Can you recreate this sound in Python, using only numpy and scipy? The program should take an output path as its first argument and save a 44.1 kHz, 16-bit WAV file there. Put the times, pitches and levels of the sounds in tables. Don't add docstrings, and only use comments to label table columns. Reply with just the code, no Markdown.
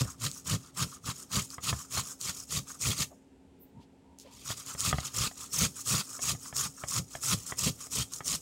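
import sys
import numpy as np
from scipy import signal
from scipy.fft import rfft, irfft, next_fast_len
from scipy.io import wavfile
from scipy.ndimage import uniform_filter1d, map_coordinates

SR = 44100
rng = np.random.default_rng(int(sys.argv[2]) if len(sys.argv) > 2 else 0)


def master(y):
    cut = np.clip(np.atleast_2d(y).T, -1, 1)
    pcm = np.round(cut * 32767)
    wavfile.write(sys.argv[1], SR, pcm.astype(np.int16))


N = 370881

# [f/Hz, level/dB]
SLIDE_COLOUR = [(150, -47), (300, -22), (380, -8.5), (900, -23), (1700, -26), (2600, -20), (4800, -10),
                (5150, 1), (8300, 1), (9500, -5), (11500, -8.5), (13500, -13), (15700, -12)]
# [f/Hz, level/dB]
CUT_COLOUR = [(120, -21), (320, -23.5), (400, -8), (800, -11), (1200, 1.5), (1550, -12), (2200, -1.5),
              (3000, 1), (4800, 4), (5400, -3), (7000, -1), (10000, -6.5), (15700, -14.5)]


def grating(chatter_db=-0.5, catch_hz=130, slide_db=-0.4, cut_db=-0.3, wall_db=-0.4, shake_db=0.4):
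    sliding, cutting, rubbing, shaking = efforts()
    shake = filtered(catches(rate=catch_hz, unevenness=0.35), board)
    shake = even(shake, 0.03)

    bite = amp(chatter_db * np.clip(shake, -2, 2))
    tearing = ruptures(rate=8000, spread_db=4.5, clump_db=1.9, clump_rate=170)
    cut = through_steel(bite * tearing, CUT_COLOUR)
    cut = even(patchy(cut, depth_db=3.0, size=384), 0.038)

    slipping = ruptures(rate=9000, spread_db=6.0, clump_db=2.2, clump_rate=150)
    slide = through_steel(slipping, SLIDE_COLOUR)
    slide = even(patchy(slide, depth_db=3.5, size=512), 0.057)

    touches = ruptures(rate=1500, spread_db=5.5, clump_db=4.5, clump_rate=55)
    rub = patchy(touches, depth_db=3.0, size=768)
    wall = even(filtered(rub, lambda hz: causal(side_wall(hz))), 0.04)

    mix = amp(slide_db) * sliding * slide
    mix = mix + amp(cut_db) * cutting * cut
    mix = mix + amp(wall_db) * rubbing * wall
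    return mix + amp(shake_db) * shaking * shake


# [start t/s, hardest press t/s, end t/s, sliding level/dB,
# cutting level/dB, side wall level/dB, jolt of the box t/s, jolt level/dB, drag on the way back level/dB]
PUSH_STROKES = [(-0.03, 0.012, 0.017, -38.0, -32.5, -42.5, 0.017, -24.0, -2),
                (0.22, 0.264, 0.272, -36.5, -32.5, -43.0, 0.254, -30.5, -1),
                (0.474, 0.513, 0.553, -36.0, -34.5, -43.0, 0.536, -26.5, -4),
                (0.78, 0.819, 0.835, -36.0, -33.0, -38.5, 0.827, -31.0, 0),
                (1.059, 1.1, 1.117, -41.5, -39.5, -42.0, 1.09, -37.0, -2),
                (1.33, 1.358, 1.402, -34.5, -32.0, -38.5, 1.382, -29.5, -1),
                (1.641, 1.696, 1.705, -36.0, -30.5, -40.5, 1.728, -32.5, -3),
                (1.924, 1.987, 2.004, -35.0, -33.0, -40.0, 1.987, -37.0, 2),
                (2.217, 2.299, 2.303, -37.0, -34.5, -46.5, 2.288, -54.0, -5),
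                (2.508, 2.558, 2.589, -35.0, -35.0, -49.0, 2.575, -33.5, -4),
                (2.818, 2.874, 2.936, -32.0, -32.0, -44.0, 2.888, -26.5, 0),
                (2.975, 3.021, 3.031, -34.5, -32.0, -48.5, 3.012, -37.0, 0),
                (4.463, 4.518, 4.525, -39.5, -36.5, -46.0, 4.519, -51.0, -6),
                (4.793, 4.868, 4.912, -33.0, -32.5, -40.0, 4.89, -33.0, 3),
                (5.149, 5.226, 5.273, -33.0, -30.5, -39.5, 5.21, -32.0, 2),
                (5.534, 5.629, 5.658, -29.0, -29.0, -40.5, 5.632, -26.5, 2),
                (5.873, 5.931, 6.01, -29.5, -31.0, -41.0, 5.942, -28.5, 0),
                (6.224, 6.294, 6.321, -31.0, -32.0, -43.5, 6.333, -35.5, 3),
                (6.566, 6.606, 6.666, -30.5, -37.5, -42.5, 6.672, -44.5, 1),
                (6.89, 6.972, 6.989, -32.5, -36.0, -40.5, 6.992, -32.0, -3),
                (7.232, 7.324, 7.339, -30.0, -30.0, -38.5, 7.34, -29.0, 3),
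                (7.588, 7.661, 7.691, -31.0, -31.5, -45.5, 7.676, -26.5, 1),
                (7.927, 7.986, 8.026, -33.0, -34.5, -47.5, 7.999, -36.0, -2),
                (8.264, 8.321, 8.355, -31.5, -35.0, -49.0, 8.357, -46.0, 2)]
# [start t/s, firmest touch t/s, end t/s,
# sliding level/dB, cutting level/dB, side wall level/dB]
RETURN_STROKES = [(0.044, 0.093, 0.124, -46.0, -56.0, -49.0), (0.297, 0.372, 0.396, -45.5, -57.0, -59.5),
                  (0.592, 0.681, 0.683, -58.0, -60.0, -57.0), (0.862, 0.891, 0.895, -51.0, -58.5, -62.5),
                  (0.916, 0.95, 0.953, -50.0, -56.5, -50.5), (1.151, 1.217, 1.231, -45.5, -58.0, -57.5),
                  (1.417, 1.424, 1.45, -42.5, -49.5, -76.0), (1.512, 1.54, 1.543, -44.0, -59.0, -53.5),
                  (1.731, 1.798, 1.85, -43.5, -52.0, -50.5), (2.032, 2.087, 2.137, -42.0, -54.0, -53.0),
                  (2.331, 2.394, 2.432, -42.0, -53.0, -58.0), (2.681, 2.699, 2.759, -44.0, -55.5, -51.0),
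                  (4.33, 4.435, 4.446, -56.0, -55.0, -72.0), (4.57, 4.609, 4.614, -44.0, -49.5, -55.0),
                  (4.67, 4.709, 4.743, -42.5, -47.5, -48.5), (4.95, 5.009, 5.029, -54.0, -45.5, -49.0),
                  (5.051, 5.068, 5.07, -37.5, -42.0, -43.5), (5.379, 5.444, 5.457, -43.5, -50.5, -51.5),
                  (5.768, 5.812, 5.814, -40.0, -53.0, -51.0), (6.047, 6.15, 6.181, -41.5, -57.0, -50.5),
                  (6.431, 6.468, 6.493, -43.0, -54.5, -51.5), (6.781, 6.835, 6.837, -46.0, -62.0, -49.5),
                  (7.112, 7.165, 7.169, -45.0, -56.5, -55.5), (7.377, 7.405, 7.434, -47.0, -54.0, -65.5),
                  (7.466, 7.505, 7.512, -39.0, -51.5, -50.5), (7.809, 7.811, 7.872, -41.5, -52.0, -52.5),
                  (8.128, 8.135, 8.186, -40.0, -51.0, -54.0)]
# [start t/s, end t/s,
# sliding level/dB, cutting level/dB, side wall level/dB]
LIGHT_CONTACT = [(-0.1, 3.02, -55.5, -76, -82), (4.45, 8.5, -55, -74, -74)]
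# [attack before the start
# in dB/s, build up to the press in dB/s, easing after it in dB/s, release after the end in dB/s]
PUSH_SLOPES = [(634, 35, 130, 546), (581, 183, 58, 812), (625, 126, 42, 876)]
RETURN_SLOPES = [(937, 62, 94, 420), (401, 30, 211, 129), (653, 138, 137, 352)]
LIFT_DB_PER_S = 115
JOLT_DB_PER_S = 360
CUT_SHAKE_DB, SLIDE_SHAKE_DB = -9.5, -21
UNEVEN_DB, UNEVEN_PER_S = 0.5, 45


def efforts():
    t = np.arange(0, N, 64) / SR
    drag = dragging(t)
    gains = []
    for k, (push_slopes, return_slopes) in enumerate(zip(PUSH_SLOPES, RETURN_SLOPES)):
        parts = []
        for start, press, end, *db in PUSH_STROKES:
            parts.append(amp(db[k] + stroke(t, start, press, end, push_slopes)))
        for start, press, end, *db in RETURN_STROKES:
            parts.append(amp(db[k] + stroke(t, start, press, end, return_slopes)))
        for start, end, *db in LIGHT_CONTACT:
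            away = np.abs(t - np.clip(t, start, end))
            parts.append(drag * amp(db[k] - LIFT_DB_PER_S * away))
        gains.append(np.linalg.norm(parts, axis=0))
    sliding, cutting, rubbing = gains

    shakes = [amp(db - JOLT_DB_PER_S * np.abs(t - s)) for *_, s, db, _ in PUSH_STROKES]
    shakes += [amp(CUT_SHAKE_DB) * cutting, amp(SLIDE_SHAKE_DB) * sliding]
    shaking = np.linalg.norm(shakes, axis=0)

    uneven = amp(UNEVEN_DB * wobble(UNEVEN_PER_S))
    every_sample = np.arange(N) / SR
    return [uneven * np.interp(every_sample, t, gain) for gain in (sliding, cutting, rubbing, shaking)]


def stroke(t, start, press, end, slopes):
    attack, build, easing, release = slopes
    rise = attack * np.maximum(start - t, 0) + build * np.maximum(press - t, 0)
    fall = easing * np.maximum(t - press, 0) + release * np.maximum(t - end, 0)
    return -rise - fall


TURN_LEAD_S, TURN_S = 0.053, 0.046


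def dragging(t):
    turns = np.array([push[0] for push in PUSH_STROKES]) - TURN_LEAD_S
    to_nearest_turn = np.abs(t - turns[:, None]).min(axis=0)
    motion = np.minimum(to_nearest_turn / TURN_S, 1) ** 2
    lean_db = np.array([push[-1] for push in PUSH_STROKES])
    return motion * amp(lean_db[np.searchsorted(turns[1:], t)])


def ruptures(rate, spread_db, clump_db, clump_rate):
    hits = rng.random(N) < rate / SR
    sizes = amp(spread_db * np.clip(rng.standard_normal(N), -2.5, 2.5))
    signs = rng.choice([-1, 1], N)
    return hits * sizes * signs * amp(clump_db * wobble(clump_rate))


def catches(rate, unevenness):
    passed = np.cumsum(rate * np.exp(unevenness * wobble(45))) / SR
    new_row = np.diff(np.floor(passed), prepend=0)
    return new_row * amp(3.8 * rng.standard_normal(N))


def patchy(x, depth_db, size):
    z = signal.stft(x, nperseg=size)[2]
    field = uniform_filter1d(rng.standard_normal(z.shape), size=3, axis=0)
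    field = uniform_filter1d(field, size=3, axis=1)
    return signal.istft(z * amp(depth_db * unit(field)), nperseg=size)[1][:N]


# [f/Hz, width f/Hz, level/dB]
STEEL_TONES = [(1820, 45, 6), (1990, 110, -3), (2594, 160, -1), (3190, 75, 1), (5970, 150, -12.5),
               (6740, 380, 3.5), (7800, 350, -10)]


def through_steel(x, spectrum):
    return filtered(x, lambda hz: causal(amp(along(spectrum, hz)) * np.hypot(1, peaks(STEEL_TONES, hz))))


def side_wall(hz, wall_hz=1215, width_hz=400):
    return peaks([(wall_hz, width_hz, 0)], hz) ** 2


# [f/Hz, width f/Hz, level/dB]
BODY_TONES = [(75, 15, 3), (110, 16, 2.5), (134, 24, 3.5), (166, 16, -10), (262, 24, -15.5), (408, 41, -13),
              (500, 87, -12.5)]


def board(hz):
    modes = sum(amp(db) * 1j * hz * w / (c * c - hz * hz + 1j * hz * w) for c, w, db in BODY_TONES)
    return modes / (1 + 1j * hz / 280) ** 2


# [t/s, level/dB]
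SHARP_CLICKS = [(0.315, -22.5), (1.317, -27), (1.504, -27), (2.2132, -19.5), (2.813, -26), (4.1872, -34),
                (4.199, -33.5), (4.3376, -39), (4.3504, -42), (4.574, -29.5), (4.6633, -26), (4.806, -14),
                (5.005, -24), (5.859, -24), (6.219, -20), (6.5665, -17), (6.886, -21), (7.236, -22),
                (7.4994, -25.5), (7.918, -26), (8.1366, -20), (8.2806, -17)]


def sharp_clicks(t60=0.0059, gain_db=1):
    track, t = np.zeros(N), np.arange(SR // 20) / SR
    for s, db in SHARP_CLICKS:
        splutter = 0.2 * rng.standard_normal(len(t)) * amp(-60 * t / t60)
        click = (t == 0) + splutter
        add(track, s, amp(db + gain_db) * click)
    return through_steel(track, [(300, -34), (2000, -14.5), (5000, 9.5), (9000, 7.5), (15000, -9)])


# [t/s, clack level/dB, thump level over the clack/dB,
# side wall's share of the ring level/dB]
FOOT_KNOCKS = [(0.051, -38, 9, 0), (1.582, -31, -6, 6), (1.728, -22, -2, 7), (1.973, -25, -20, 0),
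               (2.869, -42, 16, 0), (4.503, -26, -3, -5), (4.749, -33.5, -1, 0), (4.928, -16, -4, 5),
               (4.942, -36, 16, 0), (4.984, -20, -1, -1), (5.313, -37, -14, 0), (6.192, -31.5, -18, -4),
               (6.35, -38, -13, 0), (6.527, -32, -5, 1), (6.837, -24.5, -7, 1), (7.152, -24, -13, -4),
               (7.522, -23.5, -9, 1), (7.869, -43, -8, 0), (7.996, -44, 16, 0), (8.206, -28, -9, 3)]
# [f/Hz, width f/Hz, level/dB]
FOOT_TONES = [(400, 60, -4), (536, 100, -5), (700, 140, 2), (1085, 120, -1.5), (1240, 64, 1.5),
              (1740, 80, -1.5), (1950, 130, -3), (2210, 110, -8.5), (2860, 170, -13.5), (3260, 170, -9)]


def knocks(clack_db=-1, thump_db=-4, bounce_s=0.001724, rattle_db=-19, rattle_t60=0.062):
    track, t = np.zeros(N), np.arange(SR // 5) / SR
    hz = np.fft.rfftfreq(len(t), 1 / SR)
    wood = causal(peaks(FOOT_TONES, hz) / np.hypot(1, (hz / 3800) ** 4))
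    thump = irfft(board(hz))
    for s, db, low_db, wall_db in FOOT_KNOCKS:
        fade = amp(rattle_db - 60 * t / rattle_t60)
        rattle = fade * rng.standard_normal(len(t)) * (rng.random(len(t)) < 0.3)
        force = (t == 0) + rattle
        force[round(bounce_s * rng.uniform(0.7, 1.3) * SR)] += 1
        wall = causal(amp(wall_db * side_wall(hz)))
        clack = irfft(rfft(force) * wood * wall)
        add(track, s, amp(db + clack_db) * clack / np.abs(clack).max())
        add(track, s, amp(db + low_db + thump_db) * thump / np.abs(thump).max())
    return track


# [middle t/s, length t/s, f/Hz, width f/Hz, level/dB]
PAUSE_SOUNDS = [(3.124, 0.052, 610, 330, -54.5), (3.627, 0.082, 14100, 3000, -58),
                (3.785, 0.1, 160, 90, -47), (3.79, 0.12, 910, 100, -62.5), (3.825, 0.08, 3500, 3500, -67),
                (4.214, 0.08, 5850, 6000, -55), (4.265, 0.06, 500, 200, -54),
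                (4.278, 0.15, 3000, 4020, -63), (4.1, 0.25, 920, 130, -68), (4.3, 0.2, 980, 200, -64)]


def pause_sounds():
    track = np.zeros(N)
    for s, length, hz, width, db in PAUSE_SOUNDS:
        swell = np.hanning(int(length * SR))
        band = peaks([(hz, width, 0)], np.fft.rfftfreq(SR, 1 / SR)) ** 2
        noise = unit(irfft(rfft(rng.standard_normal(SR)) * band))
        add(track, s - length / 2, amp(db) * swell * noise[:len(swell)])
    return track


# [f/Hz, t/s]
ECHO_TIMES = [(150, 0.15), (1500, 0.13), (6000, 0.16), (15000, 0.25)]


def kitchen(x, wet_db=-14):
    wet, hop = np.zeros(N), SR // 3
    for start in range(0, N, hop):
        hz, t, z = signal.stft(rng.standard_normal(SR // 3), SR, nperseg=256)
        fade = amp(-60 * t / along(ECHO_TIMES, hz)[:, None])
        tail = signal.istft(z * fade, SR, nperseg=256)[1]
        echo = signal.fftconvolve(x[start:start + hop], tail / np.linalg.norm(tail))
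        add(wet, start / SR + 0.004, echo)
    return x + amp(wet_db) * wet


# [f/Hz, level/dB]
ROOM_COLOUR = [(15, -39), (30, -19), (66, 1.5), (128, -9), (180, -2.5), (264, -2.5), (318, -10), (370, -6),
               (640, -16), (900, -16.5), (1100, -27.5), (2700, -28.5), (4000, -33.5), (6500, -37),
               (7400, -33.5), (8600, -37), (15000, -52.5)]
# [f/Hz, level/dB]
HUM_TONES = [(75.4, -68), (269.3, -59.5)]


def room_tone(air_db=-60, hum_db=-1):
    t = np.arange(N) / SR
    air = unit(filtered(rng.standard_normal(N), lambda hz: amp(along(ROOM_COLOUR, hz))))
    hum = np.zeros(N)
    for hz, db in HUM_TONES:
        hum += amp(db + hum_db) * np.sin(2 * np.pi * hz * t + 0.5 * wobble(3.8))
    return amp(air_db) * air + hum


def amp(db):
    return 10 ** (np.asarray(db) / 20)


def unit(x):
    return x / np.sqrt(np.mean(x ** 2) + 1e-20)


def even(x, seconds):
    power = uniform_filter1d(x ** 2, size=int(seconds * SR))
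    power = uniform_filter1d(power, size=int(seconds * SR))
    return x / np.sqrt(np.abs(power) + 1e-20)


def along(points, hz):
    f, v = np.transpose(points)
    return np.interp(np.log(hz + 1), np.log(f + 1), v)


def wobble(rate):
    return map_coordinates(rng.standard_normal(int(N * rate / SR) + 4), [np.arange(N) * rate / SR])


def filtered(x, response):
    size = 2 * next_fast_len(N // 2 + SR // 4)
    return irfft(rfft(x, size) * response(np.fft.rfftfreq(size, 1 / SR)), size)[:N]


def causal(gain):
    cepstrum = irfft(np.log(np.maximum(gain, 1e-6)))
    half = len(cepstrum) // 2
    return np.exp(rfft(np.r_[cepstrum[0], 2 * cepstrum[1:half], np.zeros(half)]))


def peaks(modes, hz):
    return np.sqrt(sum(np.abs(amp(db) * hz * w / (c * c - hz * hz + 1j * hz * w)) ** 2 for c, w, db in modes))


def add(track, s, sound):
    part = track[max(round(s * SR), 0):][:len(sound)]
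    part += sound[:len(part)]


def scene():
    close = grating() + sharp_clicks() + knocks() + pause_sounds()
    return (kitchen(close) + room_tone())[None]


def record(dry, low_hz=36, top_hz=15800):
    return filtered(dry[0], lambda hz: (hz < top_hz) * 1j * hz / (low_hz + 1j * hz))[None]


dry = scene()
out = record(dry)
master(out)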